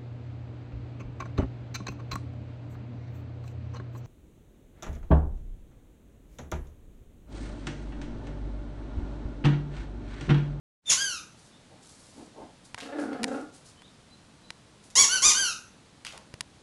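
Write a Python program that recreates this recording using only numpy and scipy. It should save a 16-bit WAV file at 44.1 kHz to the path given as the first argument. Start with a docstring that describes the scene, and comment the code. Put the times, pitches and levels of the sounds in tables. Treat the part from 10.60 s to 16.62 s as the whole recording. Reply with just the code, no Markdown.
"""A rubber toy shrieks under a foot on a living-room parquet floor: its overblown reed whistles, drops
in pitch, then sings again as the toy refills. Cloth rustles; a puppy whines, huffs and growls, its vocal
pulses ringing throat and mouth. Toy and paws knock on the floor, and a few dry clicks sound close by.
Near the end, two more presses each squeal with the air going out and again with the air coming in."""
import sys
import numpy as np
from scipy import signal
from scipy.fft import rfft, irfft
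from scipy.io import wavfile
from scipy.ndimage import uniform_filter1d

SR = 44100
rng = np.random.default_rng(int(sys.argv[2]) if len(sys.argv) > 2 else 0)


def generate_wav(sig):
    """Save sig (samples, or channels by samples) to the path in sys.argv[1] as 16-bit PCM at SR."""
    pcm = np.round(np.clip(np.atleast_2d(sig).T, -1, 1) * 32767).astype(np.int16)
    wavfile.write(sys.argv[1], SR, pcm)


N = 265482
TIME = np.arange(N) / SR

# hard stamp, reed overblown: (time [s], pitch [Hz], level [dB])
STAMP_CURVE = [(.256, 3615, -41), (.283, 3590, -33), (.296, 3477, -24), (.301, 3380, -14.5),
               (.309, 2287, -19), (.317, 1680, -18.5), (.328, 1108, -18), (.342, 920, -22.5)]
# air out, air in: (start [s], rise [s], fall [s], top pitch [Hz], stall pitch [Hz], top [dB], swell [dB])
TOY_PRESSES = [(4.353, .051, .052, 1152, 849, -12.5, 7.5), (4.619, .049, 0.057, 1238, 876.6, -12.5, 10)]
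TOY_REFILLS = [(.372, 0.048, 0.18, 1629, 1183, -28.5, 0.5), (4.488, .055, 0.052, 1534, 1296, -21, 10.5),
               (4.745, .047, .143, 1588, 1212, -23, 4.5)]
# squeaker response, air out and air in: (frequency [Hz], gain [dB])
PRESS_SPECTRUM = [(500, -14.5), (1100, -15), (2200, -14), (3400, -11), (4600, -10), (5900, -0.5),
                  (7000, -1.5), (8200, -16), (10500, -13), (12500, -28)]
REFILL_SPECTRUM = [(700, 1), (1500, -0.5), (3000, 0), (4600, 0), (6200, 4), (7800, -12.5), (9200, -11.5),
                   (10700, -3.5), (12500, -22)]
# room decay: (frequency [Hz], t60 [s])
ROOM_DECAY = [(200, 0.42), (1400, 0.52), (5000, 0.36), (11000, 0.5)]
# cloth and paws sliding: (start [s], length [s], level [dB])
RUSTLE_MOVES = [(0.76, 0.15, -60), (1.2, 0.5, -58), (2.034, 0.049, -50), (2.365, 0.11, -54),
                (2.62, 0.23, -59), (2.919, 0.078, -54), (3.034, .09, -55.5), (4.215, .09, -59.5)]
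# sliding hiss: (frequency [Hz], gain [dB])
RUSTLE_SPECTRUM = [(500, -12.5), (2000, -13.5), (4500, 5), (7500, 4.5), (10000, 4), (12500, -10)]
# thin whines: (start [s], length [s], first pitch [Hz], last pitch [Hz], level [dB])
PUPPY_WHINES = [(0.917, 0.064, 3300, 3950, -60), (3.159, 0.053, 2940, 3220, -58.5),
                (3.219, 0.057, 3190, 4190, -55), (3.5, .06, 3960, 4120, -55),
                (3.826, 0.063, 3940, 4050, -55.5)]
# gruff huffs: (start [s], length [s], level [dB], mouth over chest [dB])
PUPPY_HUFFS = [(1.101, 0.054, -53.5, 3), (1.55, 0.091, -47, -5.5), (1.657, 0.027, -51.5, -22),
               (1.738, 0.12, -43.5, 3)]
# breath through the mouth: (frequency [Hz], gain [dB])
HUFF_SPECTRUM = [(150, -10), (300, 0), (600, 4.5), (900, 3), (1200, -18), (2000, -44), (4000, -50)]
# close clicks: (time [s], level [dB], treble cutoff [Hz], relative thump [dB])
CLOSE_CLICKS = [(2.145, -17.5, 2470, -22), (2.632, -17.5, 7000, -27), (2.6417, -8, 3840, -42),
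                (3.22, -31.5, 1990, -33), (3.9043, -17.5, 2530, -44), (5.4495, -25.5, 10000, -32),
                (5.577, -32.5, 12100, -11), (5.7399, -28.5, 4940, -2.5), (5.8078, -15.5, 10800, -21)]
# modes of the clicking case: (frequency [Hz], gain [dB], t60 [s])
CASE_MODES = [(950, -18, 0.014), (1680, -4.5, 0.0033), (2900, -1.5, 0.0019), (3930, -9.5, 0.0066),
              (5000, -2, 0.0026), (7000, -4.5, 0.0025), (9700, -0.5, 0.0021)]
# rubber and paws on parquet: (time [s], level [dB], centre [Hz], t60 [s])
FLOOR_KNOCKS = [(2.177, -37.5, 950, 0.075), (2.185, -39, 4070, 0.022), (2.202, -41, 2750, 0.29),
                (2.526, -46, 1610, 0.14), (2.68, -37.5, 4150, 0.025), (4.302, -46, 5600, 0.057),
                (5.456, -39.5, 2800, 0.25), (5.523, -37, 2500, 0.0091), (5.523, -44, 600, 0.29)]
# growl: (time [s], pitch [Hz], fundamental level [dB], mouth level [dB])
GROWL_CURVE = [(2.22, 251.4, -47, -53), (2.27, 279.4, -51, -44.5), (2.3, 266.3, -50.5, -46),
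               (2.36, 286.2, -38.5, -39.5), (2.498, 269.5, -39.5, -42.5), (2.542, 265.5, -44, -46),
               (2.612, 238, -38.5, -45), (2.726, 269, -37.5, -39.5), (2.784, 282.5, -44.5, -42),
               (2.825, 254.3, -43.5, -50.5)]
# throat resonances: (centre [Hz], width [Hz], gain [dB])
THROAT_FORMANTS = [(443, 108, 9.5), (760, 110, 7), (1354, 154, 0.5)]
# top resonance, sinking as the lips close: (time [s], centre [Hz])
LIP_FORMANT = [(2.35, 1680), (2.52, 1350), (2.57, 1705), (2.8, 1270)]
# steady background: (frequency [Hz], gain [dB])
BACKGROUND_SPECTRUM = [(15, -52), (25, -5.5), (43, -7), (67, -2.5), (146, 0.5), (326, -5), (381, -10.5),
                       (469, -9), (577, -10.5), (1430, -15), (2400, -18.5), (3940, -17.5), (4600, -19.5),
                       (10000, -25.5), (12300, -36), (16000, -79), (22000, -120)]


def from_db(db):
    """Decibels to gain."""
    return 10 ** (np.asarray(db) / 20)


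def rms_one(x):
    """Scale to unit rms."""
    return x / np.sqrt(np.mean(x ** 2) + 1e-20)


def decay(t_s, t60_s):
    """Exponential fall, 60 dB per t60."""
    return np.exp(-np.log(1000) * t_s / t60_s)


def at_hz(points, hz):
    """Table lookup on a log-frequency axis."""
    points = np.array(points)
    return np.interp(np.log(np.maximum(hz, 1)), np.log(points[:, 0]), points[:, 1])


def sample_curve(rows):
    """A curve's sample span, soft gate and smoothed columns."""
    time_s, *columns = np.transpose(rows)
    span = np.arange(int(time_s[0] * SR), int(time_s[-1] * SR))
    gate = signal.windows.tukey(len(span), min(1, 200 / len(span)))
    return span, gate, [uniform_filter1d(np.interp(span / SR, time_s, c), size=200) for c in columns]


def drift(rate_hz):
    """Smooth random wander, unit rms."""
    knots = rng.standard_normal(N // 4)
    return rms_one(np.interp(TIME * rate_hz, np.arange(len(knots)), knots))


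def noise(spectrum):
    """Shaped noise, unit rms."""
    gains = from_db(at_hz(spectrum, np.fft.rfftfreq(N, 1 / SR)))
    return rms_one(irfft(rfft(rng.standard_normal(N)) * gains, N))


def lowpass(x, hz, order=2):
    """Treble roll-off."""
    return signal.sosfilt(signal.butter(order, min(hz, SR * 4 / 9), fs=SR, output="sos"), x)


def resonance(x, hz, width_hz):
    """Two-pole resonator, unit peak gain."""
    r = np.exp(-np.pi * width_hz / SR)
    feedback = [1, -2 * r * np.cos(2 * np.pi * hz / SR), r * r]
    return signal.lfilter(np.array([1, 0, -1]) * (1 - r * r) / 2, feedback, x)


def reed(curves, spectrum, jitter, hiss_db, air_db, hiss_per_oct_s):
    """The reed chops air into pulses; their harmonics slide through the squeaker's resonances."""
    out = np.zeros(N)
    waver = 1 + jitter * (drift(900) + drift(70))
    hiss = noise(spectrum)
    air = from_db(air_db) * rms_one(lowpass(rng.standard_normal(N), 1400, order=1))
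    harmonic = np.arange(1, 14)[:, None]
    for curve in curves:
        span, gate, (hz, level_db) = sample_curve(curve)
        phase = 2 * np.pi * np.cumsum(hz * waver[span]) / SR
        # soft and high: the reed never shuts, near-pure whistle
        purity = np.clip((hz - 1800) / 700, 0, 1) * np.clip((-18 - level_db) / 8, 0, 1)
        harmonic_db = at_hz(spectrum, harmonic * hz) - 18 * purity * (harmonic - 1)
        gains = from_db(harmonic_db) * (harmonic * hz < SR / 3)
        tone = (gains * np.cos(harmonic * phase)).sum(axis=0) / np.sqrt((gains ** 2).sum(axis=0) / 2)
        # turbulence at each opening, most as the pitch collapses
        fall_oct_per_s = np.maximum(-np.gradient(np.log2(hz)) * SR, 0)
        rasp = from_db(hiss_db) + hiss_per_oct_s * fall_oct_per_s
        voiced = (tone + rasp * hiss[span] * (1 + np.cos(phase))) / np.sqrt(1 + rasp ** 2)
        # low pitch: wider swing, more air
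        rush = air[span] * (1100 / hz) ** 2 / (1 + fall_oct_per_s / 12)
        out[span] += gate * from_db(level_db) * (voiced + rush)
    return out


def airflow_curves(rows, rise_sag, crest_s, fade_db, fade_power):
    """Flow crests, then runs out until the reed stalls. Curves of (time [s], pitch [Hz], level [dB])."""
    curves, progress = [], np.linspace(0, 1, 50)
    shortfall = 1 - np.sin(np.pi / 2 * progress)
    for start_s, rise_s, fall_s, top_hz, stall_hz, top_db, swell_db in rows:
        spent = np.hypot(progress * fall_s, crest_s) - crest_s
        time_s = start_s + np.r_[progress * rise_s, rise_s + progress * fall_s]
        hz = np.r_[top_hz * (1 - rise_sag * shortfall), top_hz + (stall_hz - top_hz) * spent / spent[-1]]
        level_db = top_db - np.r_[swell_db * shortfall, fade_db * progress ** fade_power]
        curves.append(np.column_stack([time_s, hz, level_db]))
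    return curves


def room(x, first_echo_s, early_db, early_s):
    """Dense floor and furniture reflections, strongest early, one decay rate per octave."""
    t_s, hz = TIME[:SR], np.fft.rfftfreq(SR, 1 / SR)
    white = rfft(rng.standard_normal(SR))
    octave = np.round(np.log2(np.maximum(hz, 125) / 125))
    bands = [octave == k for k in np.unique(octave)]
    tail = sum(irfft(white * band, SR) * decay(t_s, at_hz(ROOM_DECAY, hz[band].mean())) for band in bands)
    tail *= (t_s > first_echo_s) * (1 + from_db(early_db) * np.exp(-t_s / early_s))
    return signal.fftconvolve(x, tail / np.sqrt(np.sum(tail ** 2)))[:N]


def rustles(grain_db, attack_s, release_s, sag_db_per_s):
    """Sliding cloth: bright, grainy hiss, easing as the move slows."""
    envelope = np.zeros(N)
    hiss = noise(RUSTLE_SPECTRUM) * from_db(grain_db * drift(220))
    for start_s, length_s, level_db in RUSTLE_MOVES:
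        t_s = np.clip(TIME - start_s, 0, length_s)
        gate = np.minimum(t_s / attack_s, 1) * np.minimum((length_s - t_s) / release_s, 1)
        envelope += gate * from_db(level_db - sag_db_per_s * t_s)
    return envelope * hiss


def whines():
    """Puppy whines: faint, near-pure rising whistles."""
    out = np.zeros(N)
    waver = 1 + 0.00393 * drift(150)
    for start_s, length_s, first_hz, last_hz, level_db in PUPPY_WHINES:
        progress = np.clip((TIME - start_s) / length_s, 0, 1)
        hz = (first_hz + (last_hz - first_hz) * progress) * waver
        out += from_db(level_db) * np.sin(np.pi * progress) * np.sin(2 * np.pi * np.cumsum(hz) / SR)
    return out


def huffs(chest_hz, rough_db):
    """Short voiceless woofs: breath noise through chest and mouth."""
    out, mouth = np.zeros(N), noise(HUFF_SPECTRUM)
    chest = rms_one(resonance(rng.standard_normal(N), chest_hz, width_hz=39))
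    roughness = from_db(rough_db * drift(120))
    for start_s, length_s, level_db, mouth_db in PUPPY_HUFFS:
        swell = np.sin(np.pi * np.clip((TIME - start_s) / length_s, 0, 1))
        out += from_db(level_db) * swell * rms_one(chest + from_db(mouth_db) * mouth)
    return out * roughness


def clicks(crack_db, crack_t60_s, thump_hz, thump_t60_s, rebound_s, rebound_db):
    """Each click and its rebound ring the case modes, over a short crack and a low thump."""
    out, t_s = np.zeros(N), TIME[:SR // 12]
    hz, mode_db, t60_s = np.transpose(CASE_MODES)[:, :, None]
    polarity = (-1) ** np.arange(len(hz))[:, None]
    modes = polarity * decay(t_s, t60_s) * np.sin(2 * np.pi * hz * t_s)
    for start_s, level_db, cutoff_hz, thump_db in CLOSE_CLICKS:
        thump = from_db(thump_db) * np.cos(2 * np.pi * thump_hz * t_s) * decay(t_s, thump_t60_s)
        for hit_s, hit_db in ((start_s, level_db), (start_s + rebound_s, level_db + rebound_db)):
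            ring = (from_db(mode_db + 2 * rng.standard_normal(hz.shape)) * modes).sum(axis=0)
            crack = from_db(crack_db) * rng.standard_normal(len(t_s)) * decay(t_s, crack_t60_s)
            hit = lowpass(ring + crack, cutoff_hz, order=1) + lowpass(thump, 880)
            out[int(hit_s * SR) + np.arange(len(t_s))] += from_db(hit_db) * hit
    return out


def knocks(width_ratio, grain_db):
    """Soft rubber hardly rings: a grainy burst in one broad resonance per contact."""
    out = np.zeros(N)
    friction = rng.standard_normal(N) * from_db(grain_db * drift(700))
    for start_s, level_db, centre_hz, t60_s in FLOOR_KNOCKS:
        fade = (TIME >= start_s) * decay(np.abs(TIME - start_s), t60_s)
        out += from_db(level_db) * fade * rms_one(resonance(friction, centre_hz, width_ratio * centre_hz))
    return out


def growl(jitter, throb_hz, throb_db, rasp, chest_gain_db, mouth_gain_db, lips_db):
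    """Uneven, throbbing vocal pulses: a round fundamental plus rasp through throat and lip resonances."""
    span, gate, (hz, chest_db, mouth_db) = sample_curve(GROWL_CURVE)
    phase = 2 * np.pi * np.cumsum(hz * (1 + jitter * drift(260)[span])) / SR
    throb = np.sin(2 * np.pi * np.cumsum(throb_hz * (1 + 0.203 * drift(25.02)[span])) / SR)
    cycle_starts = np.diff(phase // (2 * np.pi), prepend=0)
    pulses = rms_one(cycle_starts * from_db(4.4 * drift(300)[span]))
    source = pulses + rasp * rng.standard_normal(N)[span] * (1 + np.cos(phase))
    throat = sum((-1) ** i * from_db(gain_db) * resonance(source, centre_hz, width_hz)
                 for i, (centre_hz, width_hz, gain_db) in enumerate(THROAT_FORMANTS))
    # moving resonance: shift to 0 Hz, smooth, shift back
    lips_hz = np.interp(span / SR, *np.transpose(LIP_FORMANT))
    carrier = np.exp(2j * np.pi * np.cumsum(lips_hz) / SR)
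    lips = from_db(lips_db) * 2 * (lowpass(source / carrier, 91) * carrier).real
    chest = from_db(chest_gain_db + chest_db) * rms_one(np.sin(phase))
    mouth = from_db(mouth_gain_db + mouth_db) * rms_one(lowpass(throat + lips, 4800, order=3))
    out = np.zeros(N)
    out[span] = gate * from_db(throb_db * throb) * (chest + mouth)
    return out


def scene():
    """Toy, puppy and contacts excite the room; the clicks are too close to."""
    presses = airflow_curves(TOY_PRESSES, rise_sag=0.21, crest_s=0.05, fade_db=10, fade_power=0.84)
    refills = airflow_curves(TOY_REFILLS, rise_sag=0.115, crest_s=0.018, fade_db=16.5, fade_power=1.91)
    toy = reed([STAMP_CURVE], PRESS_SPECTRUM,
               jitter=0.0067, hiss_db=-10.5, air_db=-39, hiss_per_oct_s=0.0017)
    toy += reed(presses, PRESS_SPECTRUM, jitter=0.0045, hiss_db=-13.5, air_db=-23.5, hiss_per_oct_s=0.005)
    toy += reed(refills, REFILL_SPECTRUM,
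                jitter=0.00384, hiss_db=-19.5, air_db=-32.5, hiss_per_oct_s=0.0052)
    puppy = growl(jitter=0.06, throb_hz=31.15, throb_db=6.5, rasp=0.65,
                  chest_gain_db=1.4, mouth_gain_db=0.3, lips_db=-3.5)
    puppy += huffs(chest_hz=265, rough_db=-1.5) + whines()
    contacts = knocks(width_ratio=0.77, grain_db=4)
    contacts += rustles(grain_db=2.5, attack_s=0.0292, release_s=0.039, sag_db_per_s=11.5)
    close = clicks(crack_db=-11.5, crack_t60_s=0.01, thump_hz=119, thump_t60_s=0.025,
                   rebound_s=0.0021, rebound_db=-5)
    background = from_db(-56) * noise(BACKGROUND_SPECTRUM)
    direct = from_db(-2.5) * (toy + puppy) + from_db(-1.5) * contacts
    room_send = from_db(-3.5) * toy + from_db(-1.5) * puppy + from_db(-4) * contacts
    reverb = room(room_send, first_echo_s=0.0055, early_db=1, early_s=0.081)
    return (direct + reverb + close + background)[None]


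def record(dry):
    """Short fade-in from silence; treble rolled off, then cut at 12 kHz."""
    fade_in = np.clip((TIME - 0.215) / 0.066, 0, 1) ** 2
    dulled = lowpass(dry * fade_in, 11020, order=10)
    return signal.sosfilt(signal.ellip(10, 0.3, 80, 12000, fs=SR, output="sos"), dulled)


dry = scene()
out = record(dry)
generate_wav(out)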